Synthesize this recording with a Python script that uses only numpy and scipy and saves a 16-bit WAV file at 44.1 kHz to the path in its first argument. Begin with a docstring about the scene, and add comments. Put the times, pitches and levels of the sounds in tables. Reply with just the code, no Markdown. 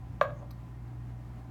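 """In a carpeted room, about a metre away, a brass hookah with a glass base is set down in an acrylic stand.
The impact excites damped modes: base and plate knock once, and the brass rings thinly. Friction makes
the base scuff as it settles, a loose fitting ticks, and the stand rumbles softly on the carpet.
Under it all are a mains hum and the soft rush of the room."""
import sys
import numpy as np
from scipy import signal
from scipy.fft import rfft, irfft
from scipy.io import wavfile
from scipy.ndimage import uniform_filter1d

SR = 44100
rng = np.random.default_rng(int(sys.argv[2]) if len(sys.argv) > 2 else 0)


def to_wav(s):
    """Save 16-bit WAV."""
    ch = np.atleast_2d(s).T  # columns
    pcm = np.round(np.clip(ch, -1, 1) * 32767)  # PCM
    wavfile.write(sys.argv[1], SR, pcm.astype(np.int16))


N = 66150


def knock(start_s=0.212, level_db=-0.5, build_cycles=1.95, stand_build_s=0.049, brass_build_s=0.0017):
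    """Impact excitation: glass strikes acrylic with a crack, and damped modes build up and decay."""
    # Each row: frequency in Hz, relative level in dB, time to fall 60 dB in seconds.
    body_modes = [(586.7, -3, 0.028), (642, -18.5, 0.032), (1110, -18.5, 0.033), (1147, -6.5, 0.019),
                  (1390, -31, 0.06), (1634, -16, 0.034), (1887, -35, 0.029), (2320, -23.5, 0.017),
                  (2567, -33.5, 0.044), (2805, -29.5, 0.018), (3016, -34, 0.013), (3867, -30.5, 0.011),
                  (4154, -39, 0.015)]  # glass base on the plate
    stand_modes = [(521, -33, 0.6), (546.5, -44.5, .42), (584, -33, 0.27), (657, -51, 0.17),
                   (700, -40, 0.22), (1120, -46, 0.31), (1216, -42, 0.26), (1400, -54, 0.12),
                   (1640, -33, 0.21), (1655, -50, .15)]  # faint after-ring of stand and tray
    brass_modes = [(5790, -55.5, 0.046), (5930, -51, .04), (6860, -61, 0.18), (11700, -48, 0.034),
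                   (12000, -57.5, .04)]  # thin ring of stem and tray
    # Spectrum of the contact. Each row: frequency in Hz, relative level in dB.
    crack_spectrum = [(200, -20), (600, -10), (1500, 17.5), (3500, 4), (5000, -9), (8000, -8), (12000, -22)]
    t = since(start_s)
    body = sum(mode(t, hz, db, t60) * (1 - np.exp(-t * hz / build_cycles)) for hz, db, t60 in body_modes)
    stand = sum(mode(t, *row) for row in stand_modes) * (1 - np.exp(-t / stand_build_s))
    brass = sum(mode(t, *row) for row in brass_modes) * (1 - np.exp(-t / brass_build_s))
    crack = undb(-28.5) * decay(t, t60=0.012) * noise(crack_spectrum)
    # The plate radiates little below this band; the blunt contact excites little above it.
    radiation = signal.butter(4, [472, 6500], "band", fs=SR, output="sos")
    return undb(level_db) * (signal.sosfilt(radiation, body + stand + crack) + brass)


def ticks():
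    """Free vibration: each contact of a loose fitting gives a broadband click and sets its modes ringing."""
    # Each row: start in seconds, ring gain in dB, click level in dB.
    contacts = [(0.2268, -70, -52.5), (0.5086, -59, -68), (.5120, -61, -60), (0.879, -80, -69)]
    # Each row: frequency in Hz, relative level in dB, time to fall 60 dB in seconds.
    fitting_modes = [(1170, 10, .018), (2500, 1, .018), (4020, 1, 0.036), (4350, 5.5, 0.016),
                     (4890, 3.5, .02), (5880, -6, 0.022), (8600, -9, .022), (9600, -7, 0.032),
                     (11800, 0, 0.02), (12330, -3.5, 0.039), (13900, -10, .025), (16700, -10, .03)]
    out = np.zeros(N)
    for start, ring_db, click_db in contacts:
        t = since(start)
        out += undb(ring_db) * sum(mode(t, *row) for row in fitting_modes)
        out += undb(click_db) * decay(t, t60=0.017) * rng.standard_normal(N)
    return out


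def settling():
    """Sliding friction: glass slips a little on acrylic, giving dull scuffs and thin squeaks."""
    # Each row: centre in seconds, width in seconds, level in dB.
    scuffs = [(.398, 0.047, -55.5), (.427, 0.013, -52), (.443, 0.018, -54.5)]
    squeaks = [(.368, 0.033, -77.5), (.394, 0.011, -69.5)]
    # Each row: frequency in Hz, relative level in dB.
    scuff_spectrum = [(300, 1.5), (480, -12), (580, 5.5), (1000, 0), (1500, -16.5), (2500, -25),
                      (8000, -47), (17000, -57)]
    return swells(scuffs) * noise(scuff_spectrum) + swells(squeaks) * resonance(hz=6450, width_hz=220)


def rumble():
    """Forced vibration: the stand rumbles on the carpet while the hookah is shifted in it."""
    # Each row: centre in seconds, width in seconds, level in dB.
    shifts = [(.21, .42, -46.5)]
    # Each row: frequency in Hz, relative level in dB.
    spectrum = [(50, -39), (80, -3.5), (97, 3), (165, -1), (190, -25), (300, -49), (600, -62), (2000, -91)]
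    return swells(shifts) * noise(spectrum)


def room(direct, tail_db=-9, gap_s=0.0037, rise_s=0.0011):
    """Reverberation: wall reflections and a diffuse tail, whose treble dies first, follow the sound."""
    # Each row: band centre in Hz, reverberation time in seconds.
    decay_times = [(250, 0.6), (600, 0.32), (1200, 0.27), (1800, .25), (3000, 0.25), (7000, 0.26),
                   (14000, .2)]
    # Reflections off the nearest walls. Each row: delay in seconds, gain in dB.
    echoes = [(0.022, -19.5), (.046, -30), (.092, -32.5)]
    t, hz = since(gap_s), np.fft.rfftfreq(N, 1 / SR)
    diffuse, tail = rfft(rng.standard_normal(N)), np.zeros(N)
    centres, t60s = zip(*decay_times)
    for share, t60 in zip(np.eye(len(centres)), t60s):
        band_weight = lookup(list(zip(centres, share)), hz)
        tail += irfft(diffuse * band_weight, N) * decay(t, t60)
    tail *= 1 - np.exp(-t / rise_s)
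    response = undb(tail_db) * tail / np.sqrt(np.sum(tail ** 2))
    for delay, db in echoes:
        response[int(delay * SR)] += undb(db)
    return direct + signal.fftconvolve(direct, response)[:N]


def mains_hum():
    """Amplitude modulation: the two low tones of the mains waver slightly in level."""
    # Each row: frequency in Hz, rms level in dB, waver in dB.
    partials = [(58.95, -48.5, 0.8), (119.9, -45, -1.35)]
    hum = np.zeros(N)
    for hz, db, waver_db in partials:
        amplitude = np.sqrt(2) * undb(db + waver_db * drift(rate_hz=6.6))
        hum += amplitude * np.sin(2 * np.pi * (hz * since(0) + rng.random()))
    return hum


def room_rush(level_db=-50, waver_db=0.9):
    """Ambient noise: a broad spectrum, strongest in the bass, carries faint narrow resonances."""
    # Each row: frequency in Hz, bandwidth in Hz, rms level in dB.
    peaks = [(758, 19, -67.5), (1012, 14, -70), (1625, 4, -83), (1860, 7.3, -78.5), (2080, 17, -82.5)]
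    # Each row: frequency in Hz, relative level in dB.
    spectrum = [(20, -25.5), (45, -3), (70, 2), (105, -6), (160, 0), (200, -5.5), (300, -6.5), (370, -13.5),
                (480, -22.5), (600, -18), (780, -18), (1100, -22), (1500, -27), (2100, -30.5),
                (3000, -36.5), (4500, -41.5), (7000, -44), (10000, -47.5), (17000, -49)]
    tones = sum(undb(db) * resonance(hz, width_hz) for hz, width_hz, db in peaks)
    return tones + noise(spectrum) * undb(level_db + waver_db * drift(rate_hz=24))


def mode(t, hz, db, t60):
    """A struck mode vibrates as a damped sinusoid."""
    return undb(db) * decay(t, t60) * np.sin(2 * np.pi * hz * t)


def decay(t, t60):
    """Exponential damping: a fall of 60 dB in t60 seconds."""
    return (t > 0) * np.exp(-np.log(1000) * t / t60)


def swells(events):
    """A Gaussian rise and fall for each event."""
    return sum(undb(db) * np.exp(-2 * ((since(0) - centre) / width) ** 2) for centre, width, db in events)


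def resonance(hz, width_hz):
    """A resonator driven by white noise, scaled to rms 1."""
    resonator = signal.iirpeak(hz, hz / width_hz, fs=SR)
    return unit_rms(signal.lfilter(*resonator, rng.standard_normal(N)))


def noise(spectrum):
    """White noise shaped to a spectrum, scaled to rms 1."""
    gain = undb(lookup(spectrum, np.fft.rfftfreq(N, 1 / SR)))
    return unit_rms(irfft(rfft(rng.standard_normal(N)) * gain, N))


def drift(rate_hz):
    """Smoothed random steps with a spread near 1."""
    hold = int(SR / rate_hz)
    steps = np.repeat(rng.standard_normal(N // hold + 1), hold)
    return uniform_filter1d(steps, hold)[:N]


def lookup(table, hz):
    """Interpolate a table on a log-frequency axis."""
    points, values = np.array(table).T
    return np.interp(np.log(np.maximum(hz, 1)), np.log(points), values)


def since(start):
    """Seconds since a moment, zero before it."""
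    return np.maximum(np.arange(N) / SR - start, 0)


def undb(db):
    """Decibels to amplitude ratio."""
    return 10 ** (np.asarray(db) / 20)


def unit_rms(x):
    """Scale to an rms of 1."""
    return x / np.sqrt(np.mean(x ** 2))


def scene():
    """Superposition: the reverberant contact sounds add to rumble, hum and rush in one channel."""
    contacts = knock() + ticks() + settling()
    return (room(contacts) + rumble() + mains_hum() + room_rush())[None]


def record(dry, cutoff_hz=17250):
    """Band limiting: a steep low-pass filter removes the highest treble."""
    return signal.sosfilt(signal.ellip(10, 0.1, 70, cutoff_hz, fs=SR, output="sos"), dry)


dry = scene()
out = record(dry)
to_wav(out)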